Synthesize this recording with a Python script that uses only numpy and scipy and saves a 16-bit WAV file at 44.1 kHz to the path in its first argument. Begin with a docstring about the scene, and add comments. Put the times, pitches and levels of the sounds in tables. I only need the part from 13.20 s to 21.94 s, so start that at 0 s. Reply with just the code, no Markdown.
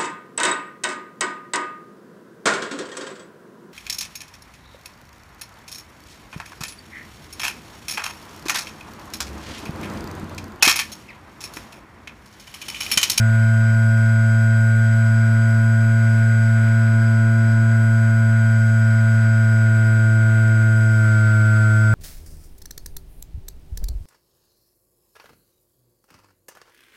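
"""A hard propeller drone and motor whine, up close: a small electric model aeroplane in cruise,
heard by a microphone fixed under its nose; late on, the pitch sags by about half a semitone.
The two-blade propeller and fourteen-magnet motor shake the foam airframe at multiples of the shaft speed: sines.
The speed controller whistles and beats against the motor steps: sines at sums and differences of the two rates.
Behind them, shaped noise makes the slipstream's rumble, the airframe's buzz and the blades' rasp and hiss."""
import sys
import numpy as np
from scipy import signal
from scipy.fft import rfft, irfft, next_fast_len
from scipy.io import wavfile

SR = 44100
rng = np.random.default_rng(int(sys.argv[2]) if len(sys.argv) > 2 else 0)


def dump(signal):
    """Clip the signal to [-1, 1] and save it as 16-bit WAV at the path in sys.argv[1]."""
    limited = np.clip(np.atleast_2d(signal).T, -1, 1)
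    pcm = np.round(limited * 32767).astype(np.int16)
    wavfile.write(sys.argv[1], SR, pcm)


N = 385434

# Shaft speed before gusts. Each row: time in seconds, speed in turns per second.
SHAFT_SPEED = [(0, 111.63), (1.4, 111.64), (2.12, 111.99), (2.64, 112.04), (2.72, 112.21), (3.32, 111.89),
               (3.44, 112.04), (4.04, 112.04), (4.4, 112.18), (5.24, 111.73), (5.4, 111.4), (5.8, 111.34),
               (6.0, 111.42), (6.6, 110.74), (7.1, 110.52), (7.24, 110.62), (7.46, 110.37), (7.66, 110.36),
               (7.73, 110.1), (7.88, 108.89), (8.1, 108.3), (8.26, 108.23), (8.4, 108.4), (8.5, 108.26),
               (8.74, 108.27)]
REFERENCE_SPEED = 112   # turns per second; sag is counted down from here
START_TURNS = 0.22   # shaft angle at the start

# The three tones that steer the others. Each row: time in seconds, controller whistle in dB rms,
# blade-pass tone in dB rms, third shaft multiple in dB rms.
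LEADING_TONES = [(0.0, -47.7, -27.1, -54.9), (1.16, -47.9, -26.6, -52.8), (1.52, -47.1, -27.8, -55.3),
                 (1.92, -47.6, -26.4, -58.5), (2.08, -48.2, -25.6, -49.2), (2.96, -48.2, -26.1, -49.3),
                 (3.12, -47.2, -27.4, -53.9), (3.28, -47.8, -26.3, -58.7), (3.44, -48.3, -25.7, -49.3),
                 (4.16, -49.2, -24.6, -42.7), (4.72, -48.3, -25.6, -47.2), (5.0, -48.5, -25.3, -47.6),
                 (5.36, -47.7, -26.2, -58.5), (6.08, -47.7, -26.4, -50.6), (6.68, -46.9, -28.0, -40.3),
                 (7.56, -46.7, -28.6, -40.5), (7.92, -44.9, -28.6, -39.0), (8.74, -44.6, -29.1, -39.2)]
CRUISE_WHISTLE_DB, CRUISE_BLADE_DB, CRUISE_THIRD_DB = -47.5, -26.5, -50   # dB rms

# Steadier overtones of the shaft. Each row: shaft multiple, level in dB rms at the reference speed,
# change in dB per turn per second of sag.
STEADY_OVERTONES = [(5, -44, -0.05), (7, -56.5, 1.5), (8, -53.5, -2), (10, -64, 0.3), (11, -52, 0.1),
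                    (16, -54.5, 1), (17, -55, 0), (18, -55.5, -0.7), (19, -55, 1.1), (20, -63.5, 1.5),
                    (21, -54, 0.4), (22, -60, 0.5), (23, -64, 0), (24, -67.5, 2.5), (25, -73, 0.5),
                    (27, -72, .1), (28, -64.5, 0), (29, -63, -1), (30, -71.5, 2), (31, -71, 2),
                    (33, -80.5, 4.5), (50, -82, 4.5)]
# Overtones that follow the flight. Each row: shaft multiple, level in dB rms in cruise, dB per dB of whistle,
# dB per turn per second of sag, dB per dB of blade-pass tone, dB change in a dip of depth 1.
FOLLOWING_OVERTONES = [(6, -38.5, -0.4, 0.27, -0.15, -3), (9, -51.2, -1.1, 2.0, 1.4, -11),
                       (12, -47.5, 5, 1, 7, -5), (13, -30, -0.35, 0.65, -0.5, 0),
                       (14, -36.5, 0.44, 1.5, -0.54, 1.2), (15, -57, -3.5, 5.5, -0.3, -3),
                       (42, -59.5, 3, -1, 2, -1)]
# Moments when some overtones dip briefly. 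Each row: time in seconds, relative depth.
OVERTONE_DIPS = [(1.55, 1.1), (3.13, 0.95), (5.45, 0.6)]
DIP_S = 0.09   # seconds from the middle of a dip to 1/e of its depth
# Where each overtone starts in its cycle: turns per multiple, turns per multiple squared.
STAGGER = (-.3, -.23)
BLADE_LAG_TURNS = 0.36   # second multiple against the first: slow fall, quick rise

# The first multiple gives way a little as the second grows: dB rms in cruise, dB per dB of blade-pass tone.
SHAFT_DB, SHAFT_PER_BLADE_DB = -13.84, -0.13
# The fourth follows the third, falls as the blade-pass tone grows and swells in a dip:
# dB rms in cruise, dB per dB of third, dB per dB of blade-pass tone, dB in a dip of depth 1.
FOURTH_DB, FOURTH_PER_THIRD_DB, FOURTH_PER_BLADE_DB, FOURTH_IN_DIP_DB = -52, 0.35, -0.6, 5.5

SWITCH_HZ = 7814.16   # switching rate of the speed controller
# Pitch of the strongest controller beat: shaft multiple, switching multiple.
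STRONGEST_BEAT = (84, -1)
# Its level by pitch, before it merges. Each row: pitch in Hz, level in dB rms.
STRONGEST_BEAT_LEVEL = [(1270, -48), (1450, -45), (1560, -45.5), (1610, -48.5)]
# Fainter sum and difference tones. Each row: shaft multiple, switching multiple, level in dB rms.
FAINT_BEATS = [(-42, 1, -65.5), (-41, 1, -67.5), (168, -2, -68.5), (105, -1, -69), (83, -1, -63),
               (85, -1, -67.5), (1, 1, -81), (-43, 1, -67.5), (-39, 1, -71.5), (169, -2, -70)]
# Near the fourteenth multiple the strongest beat merges into it: width in Hz, gain of that multiple in dB.
LOCK_HZ, LOCK_GAIN_DB = 3.9, 1.4

# Noise spectra before any swelling, from the rumble up to the blade tips.
# Each row: frequency in Hz, level in dB per Hz.
SLIPSTREAM_SPECTRUM = [(20, -58), (34, -64.5), (62, -71.5), (110, -62.5), (140, -67.5), (190, -71.5),
                       (240, -73), (520, -82), (680, -80), (830, -83), (1100, -80)]
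BUZZ_SPECTRUM = [(1100, -82.5), (1250, -74.5), (1450, -70), (1600, -72), (1850, -75.5), (2080, -70.5),
                 (2500, -81), (2900, -86), (3300, -87.5), (3700, -88), (4050, -87.5), (4400, -92.5)]
RASP_SPECTRUM = [(4400, -96), (4650, -89.5), (4850, -79.5), (5300, -89.5), (5800, -93.5)]
HISS_SPECTRUM = [(5800, -97.5), (6500, -86.5), (7000, -89), (7500, -95.5), (7900, -91), (8400, -95)]
TIP_SPECTRUM = [(8400, -97), (9900, -92.5), (11000, -94.5), (12200, -99), (13300, -96.5), (14400, -106),
                (15300, -107)]

CUTOFF_HZ = 15170   # top of what the microphone track holds


def shaft():
    """Running count of shaft turns, jogged by gusts, and how far the speed has sagged in turns per second."""
    speed, = in_time(SHAFT_SPEED)
    gusty_speed = speed + 0.03 * drift(9.1)
    turns = np.cumsum(gusty_speed) / SR + START_TURNS
    return turns, REFERENCE_SPEED - speed


def overtone_levels(sag, locked, current_db, bite_db, third_db):
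    """Level in dB rms of each shaft multiple from the third up, as speed, current and blade tone change."""
    t = np.arange(N) / SR
    dip = sum(depth * np.exp(-((t - s) / DIP_S) ** 2) for s, depth in OVERTONE_DIPS)
    levels = {multiple: db + per_sag * sag for multiple, db, per_sag in STEADY_OVERTONES}
    for multiple, db, per_current, per_sag, per_bite, dip_db in FOLLOWING_OVERTONES:
        levels[multiple] = db + per_current * current_db + per_sag * sag + per_bite * bite_db + dip_db * dip
    levels[3] = third_db
    levels[4] = (FOURTH_DB + FOURTH_PER_THIRD_DB * (third_db - CRUISE_THIRD_DB)
                 + FOURTH_PER_BLADE_DB * bite_db + FOURTH_IN_DIP_DB * dip)
    levels[14] += LOCK_GAIN_DB * locked
    return levels


def propeller_and_motor(turns, sag, locked, whistle_db, blade_db, third_db):
    """Imbalance, blade passes and magnet pulls shake the airframe: lines locked to the shaft."""
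    current_db = whistle_db - CRUISE_WHISTLE_DB
    bite_db = blade_db - CRUISE_BLADE_DB
    shaft_db = SHAFT_DB + SHAFT_PER_BLADE_DB * bite_db
    out = tone(turns, shaft_db, flutter_db=0.05, flutter_turns=0.0022)
    out += tone(2 * turns + BLADE_LAG_TURNS, blade_db, flutter_db=0.19, flutter_turns=0.0072)
    levels = overtone_levels(sag, locked, current_db, bite_db, third_db)
    for multiple, level_db in sorted(levels.items()):
        # weak lines waver more than strong ones
        faintness = max(-23 - np.mean(level_db), 0)
        # staggered starts keep the overtones from all peaking together
        start = STAGGER[0] * multiple + STAGGER[1] * multiple ** 2
        out += tone(multiple * turns + start, level_db,
                    flutter_db=0.04 * faintness, flutter_turns=0.0006 * faintness)
    return out


def strongest_beat(speed):
    """Level of the strongest beat in dB rms, and how far (0-1) it has merged into the fourteenth multiple."""
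    beat_hz = STRONGEST_BEAT[0] * speed + STRONGEST_BEAT[1] * SWITCH_HZ
    locked = np.exp(-((beat_hz - 14 * speed) / LOCK_HZ) ** 2)
    free_db = np.interp(beat_hz, *np.transpose(STRONGEST_BEAT_LEVEL))
    return free_db - 22 * locked, locked


def controller(turns, beat_db, whistle_db):
    """The windings sing at the switching rate, which mixes with the motor steps into sums and differences."""
    switching = SWITCH_HZ * np.arange(N) / SR   # running count of switching cycles
    out = tone(switching, whistle_db, flutter_db=0.4, flutter_turns=0.004)
    beat_turns = STRONGEST_BEAT[0] * turns + STRONGEST_BEAT[1] * switching
    out += tone(beat_turns, beat_db, flutter_db=3.3, flutter_turns=0.03)
    for shaft_multiple, switch_multiple, db in FAINT_BEATS:
        faint_turns = shaft_multiple * turns + switch_multiple * switching
        out += tone(faint_turns, db, flutter_db=0.0, flutter_turns=0.023)
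    return out


def airframe_buzz(load_db):
    """The airframe buzzes in a mid band of noise, a little louder under load, wavering slowly and quickly."""
    return coloured(BUZZ_SPECTRUM) * from_db(0.21 * load_db + 0.78 * drift(1.3) + 0.46 * drift(40.0))


def blade_noise(turns, load_db):
    """Clumpy rasp, hiss and tip hiss swell as each blade sweeps past, one blade more than the other."""
    each_blade = np.cos(4 * np.pi * (turns - 0.17))   # twice a turn
    uneven_blades = np.cos(2 * np.pi * (turns - 0.3))   # once a turn
    rasp_db = 0.76 * each_blade + 1.7 * uneven_blades + 0.9 * drift(3.6) + 1.0 * drift(45.0)
    hiss_db = 2.2 * each_blade + 0.99 * uneven_blades + 0.5 * drift(3.0)
    tips_db = 3.65 * each_blade + 0.8 * uneven_blades + 0.36 * drift(3.8)
    rasp = coloured(RASP_SPECTRUM) * from_db(rasp_db)
    hiss = coloured(HISS_SPECTRUM) * from_db(hiss_db)
    tips = coloured(TIP_SPECTRUM) * from_db(tips_db)
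    return rasp + (hiss + tips) * from_db(0.33 * load_db)


def slipstream():
    """Turbulent air streaming past the nose: low noise whose level wanders with the gusts."""
    return coloured(SLIPSTREAM_SPECTRUM) * from_db(1.1 * drift(3.0))


def tone(turns, level_db, flutter_db, flutter_turns):
    """A sine of given rms level whose height and timing flutter at random by the given spreads."""
    height = from_db(level_db + flutter_db * drift(14.0))
    fluttering_turns = turns + flutter_turns * drift(13.0)
    return np.sqrt(2) * height * np.cos(2 * np.pi * fluttering_turns)


def coloured(spectrum):
    """Noise with the given level per Hz, practically silent outside the table."""
    size = next_fast_len(N)
    hz, db = np.transpose(spectrum)
    log_hz = np.log(np.arange(size // 2 + 1) * SR / size + 1e-3)   # the offset avoids log(0)
    level_db = np.interp(log_hz, np.log(hz), db, left=-200, right=-200)
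    gain = from_db(level_db) * np.sqrt(SR / 2)   # white noise spreads its power over SR / 2
    return irfft(rfft(rng.standard_normal(size)) * gain, size)[:N]


def drift(rate_hz):
    """Slow random wander of spread 1: noise at every 64th sample, twice through a one-pole low-pass."""
    pole = np.exp(-2 * np.pi * rate_hz * 64 / SR)
    noise = rng.standard_normal(N // 64 + 1002)
    slow = signal.lfilter([1], [1, -2 * pole, pole * pole], noise)[1000:]   # drop the run-in
    return np.interp(np.arange(N) / 64, np.arange(len(slow)), slow / slow.std())


def in_time(rows):
    """Columns of a time table, joined by straight lines to one value a sample."""
    s, *columns = np.transpose(rows)
    return [np.interp(np.arange(N) / SR, s, column) for column in columns]


def from_db(db):
    """Decibels to amplitude gain."""
    return np.exp(np.asarray(db) * np.log(10) / 20)


def scene():
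    """All sources reach the microphone dry, through air and foam, from close by."""
    whistle_db, blade_db, third_db = in_time(LEADING_TONES)
    turns, sag = shaft()
    beat_db, locked = strongest_beat(REFERENCE_SPEED - sag)
    load_db = whistle_db - whistle_db.mean()   # the whistle grows with the motor current
    mix = propeller_and_motor(turns, sag, locked, whistle_db, blade_db, third_db)
    mix += controller(turns, beat_db, whistle_db)
    mix += airframe_buzz(load_db)
    mix += blade_noise(turns, load_db)
    mix += slipstream()
    return mix[None, :]


def record(dry):
    """A steep elliptic low-pass cuts off the top of the treble."""
    low_pass = signal.ellip(14, 0.03, 70, CUTOFF_HZ, fs=SR, output="sos")   # order, ripple dB, stopband dB
    return signal.sosfilt(low_pass, dry)


dry = scene()
out = record(dry)
dump(out)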